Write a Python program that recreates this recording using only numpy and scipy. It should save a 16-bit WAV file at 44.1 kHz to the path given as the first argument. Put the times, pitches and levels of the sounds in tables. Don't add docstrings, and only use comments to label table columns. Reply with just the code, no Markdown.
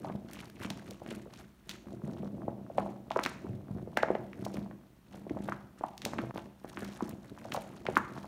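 import sys
import numpy as np
from scipy import signal
from scipy.fft import rfft, irfft
from scipy.io import wavfile
from scipy.ndimage import uniform_filter1d

SR = 44100
rng = np.random.default_rng(int(sys.argv[2]) if len(sys.argv) > 2 else 0)


def store_wav(level_fs):
    pcm = np.round(np.clip(np.atleast_2d(level_fs), -1, 1) * 32767)
    wavfile.write(sys.argv[1], SR, pcm.T.astype(np.int16))


N = 364707

# rise to full swell at s,
# relative level in dB, pitch at full swell in Hz, length in cycles.
POPS = [(0.0476, -29.5, 800, 1.93), (0.0996, -27.5, 590, 0.49), (0.6341, -37, 1680, 2.3),
        (0.6482, -28, 1590, 1.1), (0.706, -36, 845, 1.5), (0.711, -38.5, 231, 1.14),
        (0.9172, -44, 550, 2.6), (1.0202, -37.5, 686, 2.26), (1.0634, -35, 1590, 0.6),
        (1.1169, -30.5, 490, 0.84), (1.2642, -42.5, 485, 2), (1.338, -48, 1200, 1.6),
        (2.04, -32.5, 202, 1.4), (2.0815, -36, 520, 1.5), (2.205, -36, 196, 1.9), (2.2332, -34, 550, 1.64),
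        (2.235, -41, 214, 1.5), (2.4822, -25, 680, 1.92), (2.7027, -37, 634, 4.2),
        (2.7833, -16.5, 700, 1.94), (2.8062, -33, 1060, 3.3), (2.8629, -30.5, 760, 2),
        (3.1095, -24, 860, 1.94), (3.162, -20.5, 1090, 1.68), (3.165, -18, 576, 1.52),
        (3.1916, -15.5, 1180, 0.85), (3.262, -14.5, 1570, 0.82), (3.4478, -38, 353, 1.66),
        (3.498, -34.5, 129, 1.34), (3.71, -32, 160, 0.99), (3.755, -35.5, 154, 1.06),
        (3.784, -49, 1480, 2.1), (3.876, -36.5, 507, 2), (3.9716, -25, 2450, 3.1),
        (3.9732, -17, 1570, 1.88), (3.9733, -18.5, 790, 1.48), (4.0333, -20, 1530, 3.45),
        (4.033, -16, 670, 1.87), (4.0862, -23, 720, 0.74), (4.1049, -16.5, 497, 1.4),
        (4.1535, -21, 590, 1.25), (4.4656, -26, 720, 1.23), (4.544, -32.5, 411, 1.26),
        (4.5734, -32, 650, 0.52), (4.586, -34, 229, 1.33), (4.7125, -40, 710, 0.79),
        (5.1459, -41.5, 577, 1.1), (5.2681, -33, 460, 0.95), (5.3108, -28.5, 305, 1.6),
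        (5.3711, -28.5, 634, 0.97), (5.487, -24.5, 750, 1.13), (5.4906, -30, 1420, 1.4),
        (5.5226, -23.5, 1380, 1.9), (5.8111, -30, 545, 0.54), (5.839, -21.5, 870, 2.52),
        (6.0621, -25, 570, 0.97), (6.1354, -24.5, 824, 0.51), (6.1889, -20, 1080, 0.4),
        (6.192, -34, 272, 2.23), (6.2385, -29.5, 540, 1.07), (6.3095, -30.5, 882, 0.72),
        (6.36, -27, 585, 0.39), (6.3813, -26.5, 725, 0.48), (6.6467, -29.5, 560, 0.6),
        (6.773, -25.5, 1490, 0.84), (6.8243, -34.5, 430, 1.7), (6.851, -36, 1470, 1.02),
        (7.0079, -27, 1010, 1.7), (7.0262, -27, 300, 1.44), (7.324, -41.5, 340, 1.4), (7.377, -38, 1090, 1),
        (7.454, -36, 684, 2.3), (7.522, -30, 1550, 1.16), (7.547, -26, 950, 1.9), (7.552, -30, 690, 1.98),
        (7.566, -29, 990, 1.26), (7.576, -26.5, 716, 1.82), (7.8557, -34, 724, 1.4),
        (7.8875, -19, 546, 1.13), (7.9696, -8.5, 1374, 1.7), (8.1657, -37, 910, 1.54),
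        (8.1778, -33, 1190, 1.16), (8.245, -35, 865, 1.23)]
# start of the break in s,
# relative level in dB, centre in Hz, decay time in s.
SNAPS = [(0.334, -39.5, 7100, 0.00029), (0.391, -40, 2770, 0.0024), (0.627, -45, 6000, 0.00032),
         (0.648, -38, 2700, 0.0028), (0.7035, -30, 4050, 0.0019), (0.909, -40, 5100, 0.0015),
         (1.11, -37, 2900, 0.005), (1.338, -46, 4430, 0.001), (1.694, -30, 4100, 0.00026),
         (1.713, -37.5, 3580, 0.00071), (2.783, -33, 2150, 0.0013), (3.105, -40, 3020, 0.00076),
         (3.117, -35, 3070, 0.00029), (3.237, -27, 4230, 0.0026), (3.252, -29, 3250, 0.0011),
         (3.2625, -31.5, 4330, 0.00076), (3.973, -30, 4350, 0.0008), (4.029, -33, 3260, 0.002),
         (4.1515, -33.5, 1970, 0.0012), (4.332, -41, 2260, 0.0011), (4.4512, -37, 4950, 0.0037),
         (4.542, -42.5, 4940, 0.0044), (4.57, -41, 2330, 0.0016), (4.712, -48, 1780, 0.0018),
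         (5.296, -41, 2070, 0.0015), (5.488, -38.5, 2150, 0.00038), (5.979, -39.5, 4530, 0.00079),
         (6.019, -36, 3500, 0.00043), (6.052, -24, 4430, 0.001), (6.185, -33, 2260, 0.00055),
         (6.847, -41, 4600, 0.0045), (7.094, -41, 9100, 0.00073), (7.521, -30, 2930, 0.0022),
         (7.54, -34, 5770, 0.0062), (7.563, -37.5, 3960, 0.0014), (7.8666, -26, 2320, 0.0011),
         (7.957, -37, 3856, 0.00081), (7.974, -35, 6540, 0.0016)]
# grip closes at s, time held in s,
# push on the slurry in relative dB, crush on the foam in relative dB.
STROKES = [(0.043, 0.074, -40.5, -64.5), (0.32, 0.12, -47.5, -58.5), (0.619, 0.016, -41.5, -54),
           (0.71, 0.075, -47, -64), (0.861, 0.047, -48, -62.5), (1.099, 0.0082, -40, -54),
           (1.33, 0.063, -53, -61.5), (1.704, 0.037, -50.5, -61), (1.90, 0.012, -43.5, -69.5),
           (2.048, 0.2, -40.5, -69), (2.36, 0.15, -40.5, -79), (2.779, 0.082, -39.5, -62.5),
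           (3.16, 0.15, -45, -59.5), (3.45, 0.051, -40.5, -69), (3.702, 0.11, -43.5, -74.5),
           (3.93, 0.49, -45.5, -74), (4.398, 0.083, -43, -67), (4.56, 0.013, -39, -63.5),
           (5.139, 0.025, -45.5, -64), (5.30, 0.084, -42, -72), (5.45, 0.062, -44, -61),
           (5.80, 0.085, -54, -66.5), (6.07, .015, -41.5, -57), (6.19, 0.029, -38.5, -62.5),
           (6.356, 0.0035, -48, -56), (6.658, 0.07, -52, -62), (6.79, 0.078, -44.5, -58),
           (6.93, 0.026, -59, -59), (7.04, 0.048, -43, -60), (7.24, 0.11, -50.5, -68),
           (7.42, 0.21, -46.5, -61.5), (7.67, 0.12, -49.5, -65.5), (7.88, 0.12, -41.5, -61),
           (8.10, 0.21, -49.5, -64)]
# attack time constant in s, release time constant in s, resting level in relative dB.
PUSH_RESPONSE = (0.043, 0.13, -83)
CRUSH_RESPONSE = (0.035, 0.056, -86)
# start in s, relative level in dB,
# upper limit of the bubble pitch at full swell in Hz, decay in s.
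GUSHES = [(0.06, -49, 1310, .05), (0.608, -52, 3030, 0.025), (3.982, -40, 2630, .055),
          (6.82, -48, 2250, .022)]
# start in s, length in s, gain in dB.
DIP = (6.314, 0.0255, -18)
# frequency in Hz, relative level in dB.
SLURRY_SPECTRUM = [(20, -3), (35, -37), (55, -8.5), (110, -1), (200, 0.5), (350, -3.5), (450, -10.5),
                   (700, -12), (1400, -79.5)]
FOAM_SPECTRUM = [(400, -22), (1200, 10.5), (2200, 2), (4500, 0.5), (9000, -6), (15500, -9)]
AIR_SPECTRUM = [(20, -77), (50, 6.5), (110, -10.5), (200, 2), (420, -32), (900, -18), (7000, -33)]
# frequency in Hz, gain at the peak in dB.
MODES_HZ_DB = [(124, 2), (143, -6.5), (200, 8.5), (227, 2.5), (253, -7), (298, -1.5), (334, 1.5),
               (367, 2.5), (571, -3.5), (650, 1), (1100, -5)]
# frequency in Hz, time to fall 60 dB in s.
ROOM_T60_S = [(150, 0.64), (1700, 0.49), (14000, 0.56)]
# frequency in Hz, gain in dB.
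ROOM_SEND_DB = [(100, 6), (400, -19.5), (750, -6.5), (1200, -13), (2200, -9.5), (3500, -13.5),
                (7000, -10.5), (15000, -32)]
HOLLOWS_HZ = (4880, 7610, 10400)

SAG = 0.5
TOP_HZ, DULLING_DB = 12500, -7.5
MODES_T60_S = 0.39
AIR_DB = -63
HOLLOW_WIDTH_HZ, HOLLOW_DB = 360, -4
EDGE_HZ = 15800


def amp(db):
    return 10 ** (np.asarray(db) / 20)


def evened(x):
    return x / np.sqrt(np.mean(x ** 2) + 1e-20)


def read(points, hz):
    table_hz, value = np.transpose(points)
    return np.interp(np.log(hz + 1), np.log(table_hz + 1), value)


def add(mix, start_s, sound):
    start = round(start_s * SR)
    sound = sound[max(-start, 0):]
    part = mix[max(start, 0):][:len(sound)]
    part += sound[:len(part)]


def colour(x, points, size=4096):
    hz = abs(np.fft.fftfreq(size, 1 / SR))
    log_gain = np.log(amp(read(points, hz)))
    response = np.fft.ifft(np.exp(np.conj(signal.hilbert(log_gain)))).real
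    return signal.oaconvolve(x, response[:size // 2])[:len(x)]


def steadied(x, span_s):
    window = signal.windows.hann(int(span_s * SR))
    power = abs(signal.oaconvolve(x ** 2, window / window.sum(), "same"))
    return x / np.sqrt(power + 1e-4 * np.mean(x ** 2))


def bursts(per_s, spread_db):
    chance = rng.random(N)
    size = np.minimum(rng.exponential(1, N), 3.5)
    sign = rng.choice([-1., 1.], N)
    return (chance < per_s / SR) * amp(spread_db * size) * sign


def pocket(hz, cycles, sag=SAG):
    rise_s = max(cycles, 0.6) / hz / 1.7
    u = np.arange(int(8 * rise_s * SR)) / (rise_s * SR)
    turns = np.cumsum(hz * (2 / (1 + u)) ** sag) / SR
    swell = (u * np.exp(1 - u)) ** 2
    wave = np.sin(2 * np.pi * turns)
    return rise_s, swell * (wave - np.average(wave, weights=swell))


def splatter(sound, level_db, first_s=0.00312, last_s=0.016, count=14):
    delays_s = np.geomspace(first_s, last_s, count) * rng.uniform(0.85, 1.15, count)
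    gains = amp(level_db) * rng.choice([-1., 1.], count) / np.sqrt(count)
    taps = np.zeros(SR // 20)
    np.add.at(taps, (delays_s * SR).astype(int), gains)
    taps[0] = 1
    return signal.fftconvolve(sound, taps)


def pops(pop_db=2, lip_db=-20, lip_above_hz=620, lip_cycles=2.0,
         lead_db=-20, lead_s=0.0035, thump_db=-19, thump_hz=310):
    out = np.zeros(N)
    for (s, db, hz, cycles), chance in zip(POPS, rng.random(len(POPS))):
        rise_s, body = pocket(hz, cycles)
        lip = pocket(hz + lip_above_hz, lip_cycles)[1]
        thump = pocket(thump_hz, lip_cycles)[1]
        start_s = s - rise_s
        add(out, start_s - lead_s * (0.5 + chance), amp(db + lead_db) * body)
        add(out, start_s, amp(db + pop_db) * splatter(body, level_db=-10.5))
        add(out, start_s, amp(db + lip_db) * splatter(lip, level_db=2.0))
        add(out, start_s, amp(db + thump_db) * thump)
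    return out


def flattened(x):
    spectrum, size = rfft(x), np.linalg.norm(x)
    even = irfft(spectrum / np.hypot(abs(spectrum), size / 2))
    return even * size / np.linalg.norm(even)


def snaps(skirt_db=-14, strain_db=-21, strain_s=0.0016, linger_db=-21, linger_s=0.017, swell=0.53):
    out, t = np.zeros(N), np.arange(-512, 1536) / SR
    noises = rng.standard_normal((len(SNAPS), 2, len(t)))
    strain = amp(strain_db) * np.exp(-abs(t) / strain_s)
    linger = amp(linger_db) * np.exp(-abs(t) / linger_s)
    fringe = np.where(t < 0, strain, linger)
    for (s, db, hz, decay_s), (grit, fizz) in zip(SNAPS, noises):
        side_s = np.where(t < 0, swell * decay_s, decay_s)
        rupture = flattened(grit * np.exp(-abs(t) / side_s))
        treble_db = DULLING_DB * np.log2(TOP_HZ / hz) ** 2
        spectrum = [(hz / 16, 2 * skirt_db), (hz / 3, skirt_db / 2), (hz, 0), (TOP_HZ, treble_db)]
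        crack = colour(rupture + fizz * fringe, spectrum)
        add(out, s + t[0], amp(db) * crack / np.linalg.norm(crack) * np.sqrt(SR / 1000))
    return out


def effort(levels_db, attack_s, release_s, rest_db):
    t = np.arange(0, N, 64) / SR
    power = amp(rest_db) ** 2
    for (s, held_s, *_), db in zip(STROKES, levels_db):
        fade = np.maximum(s - t, 0) / attack_s + np.maximum(t - s - held_s, 0) / release_s
        power = power + (amp(db) * np.exp(-fade)) ** 2
    return np.interp(np.arange(N) / SR, t, np.sqrt(power))


def push():
    return effort([push_db for _, _, push_db, _ in STROKES], *PUSH_RESPONSE)


def crush():
    return effort([crush_db for _, _, _, crush_db in STROKES], *CRUSH_RESPONSE)


def slurry(per_s=50, spread_db=4.0, level_db=-4):
    lumps = bursts(per_s, spread_db) + 0.063 * rng.standard_normal(N)
    thuds = colour(lumps, SLURRY_SPECTRUM)
    return amp(level_db) * push() * steadied(thuds, span_s=1.0)


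def squelch(low_hz, high_hz, per_s, spread_db, cycles, count=10):
    small = np.zeros(N)
    for hz in np.geomspace(low_hz, high_hz, count):
        small += signal.oaconvolve(bursts(per_s, spread_db), pocket(hz, cycles)[1])[:N]
    return steadied(small, span_s=0.25)


def gushes(octaves=0.8, cycles=6, count=130):
    out = np.zeros(N)
    for s, db, top_hz, decay_s in GUSHES:
        spray = np.zeros(SR // 2)
        for when, size, strength in rng.random((count, 3)):
            age = np.pi * when
            bubble = pocket(top_hz / 2 ** (octaves * size), cycles, sag=0.12)[1]
            add(spray, age * decay_s, strength ** 2 * np.exp(-age) * bubble)
        add(out, s, amp(db) * spray / np.linalg.norm(spray) * np.sqrt(decay_s * SR / 2))
    return out


def foam(per_s=300, spread_db=5.0, cycles=2.3, clump_db=6.0, clump_s=0.006, fizz=0.16):
    drift = uniform_filter1d(rng.standard_normal(N), max(int(clump_s * SR), 1))
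    clumps = amp(clump_db * evened(drift))
    cells = np.zeros(N)
    for hz in np.geomspace(1600, 13000, 14):
        tick = pocket(hz, cycles)[1] * hz
        cells += signal.oaconvolve(bursts(per_s, spread_db), tick)[:N]
    crackle = (evened(cells) + fizz * rng.standard_normal(N)) * clumps
    return steadied(colour(crackle, FOAM_SPECTRUM), span_s=0.32)


def dip():
    start_s, length_s, dip_db = DIP
    inside = abs(np.arange(N) / SR - start_s - length_s / 2) < length_s / 2
    return amp(dip_db * uniform_filter1d(1. * inside, size=128))


def standing_waves(x):
    t = np.arange(SR) / SR
    decay_per_s = np.log(1000) / MODES_T60_S
    ring = sum(amp(db) * np.cos(2 * np.pi * hz * t) for hz, db in MODES_HZ_DB)
    response = ring * np.exp(-decay_per_s * t) * 2 * decay_per_s / SR
    return signal.oaconvolve(x, response)[:N]


def room(x, gap_s, count=3):
    out = np.zeros(N)
    for k in range(count):
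        hz, t, noise = signal.stft(rng.standard_normal(SR), SR, nperseg=256)
        t60_s = read(ROOM_T60_S, hz)[:, None]
        decay = amp(read(ROOM_SEND_DB, hz)[:, None] - 60 * t / t60_s)
        unit_energy = np.sqrt(2 * np.log(1000) / (t60_s * SR))
        tail = signal.istft(noise * decay * unit_energy, SR, nperseg=256)[1]
        share = np.sqrt(2 / count) * np.cos(np.pi * (np.arange(N) / SR + k / count))
        add(out, gap_s, signal.oaconvolve(x * share, tail))
    return out


def air():
    return amp(AIR_DB) * evened(colour(rng.standard_normal(N), AIR_SPECTRUM))


def scene(knead_room_db=-2, gloop_db=-16, wet_db=1, foam_db=1):
    popping, snapping = pops(), snaps()
    deep = squelch(406, 1296, per_s=18, spread_db=5.5, cycles=1.77)
    shallow = squelch(774, 3220, per_s=45, spread_db=6.5, cycles=2.85)
    gloops = amp(gloop_db) * push() * deep
    crushed = crush() * (amp(wet_db) * shallow + amp(foam_db) * foam())
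    kneading = gloops + crushed + gushes()
    near = popping + snapping + kneading + slurry()
    tails = room(popping + snapping + amp(knead_room_db) * kneading, gap_s=0.01)
    return (dip() * (near + standing_waves(near) + tails) + air())[None]


def record(dry):
    thin = signal.lfilter(*signal.butter(3, 38, "high", fs=SR), dry)
    for hz in HOLLOWS_HZ:
        band = signal.lfilter(*signal.iirpeak(hz, hz / HOLLOW_WIDTH_HZ, fs=SR), thin)
        thin = thin - (1 - amp(HOLLOW_DB)) * band
    lowpass = signal.firwin(255, EDGE_HZ, window=("kaiser", 8), fs=SR)
    return signal.oaconvolve(thin, lowpass[None], "same")


dry = scene()
out = record(dry)
store_wav(out)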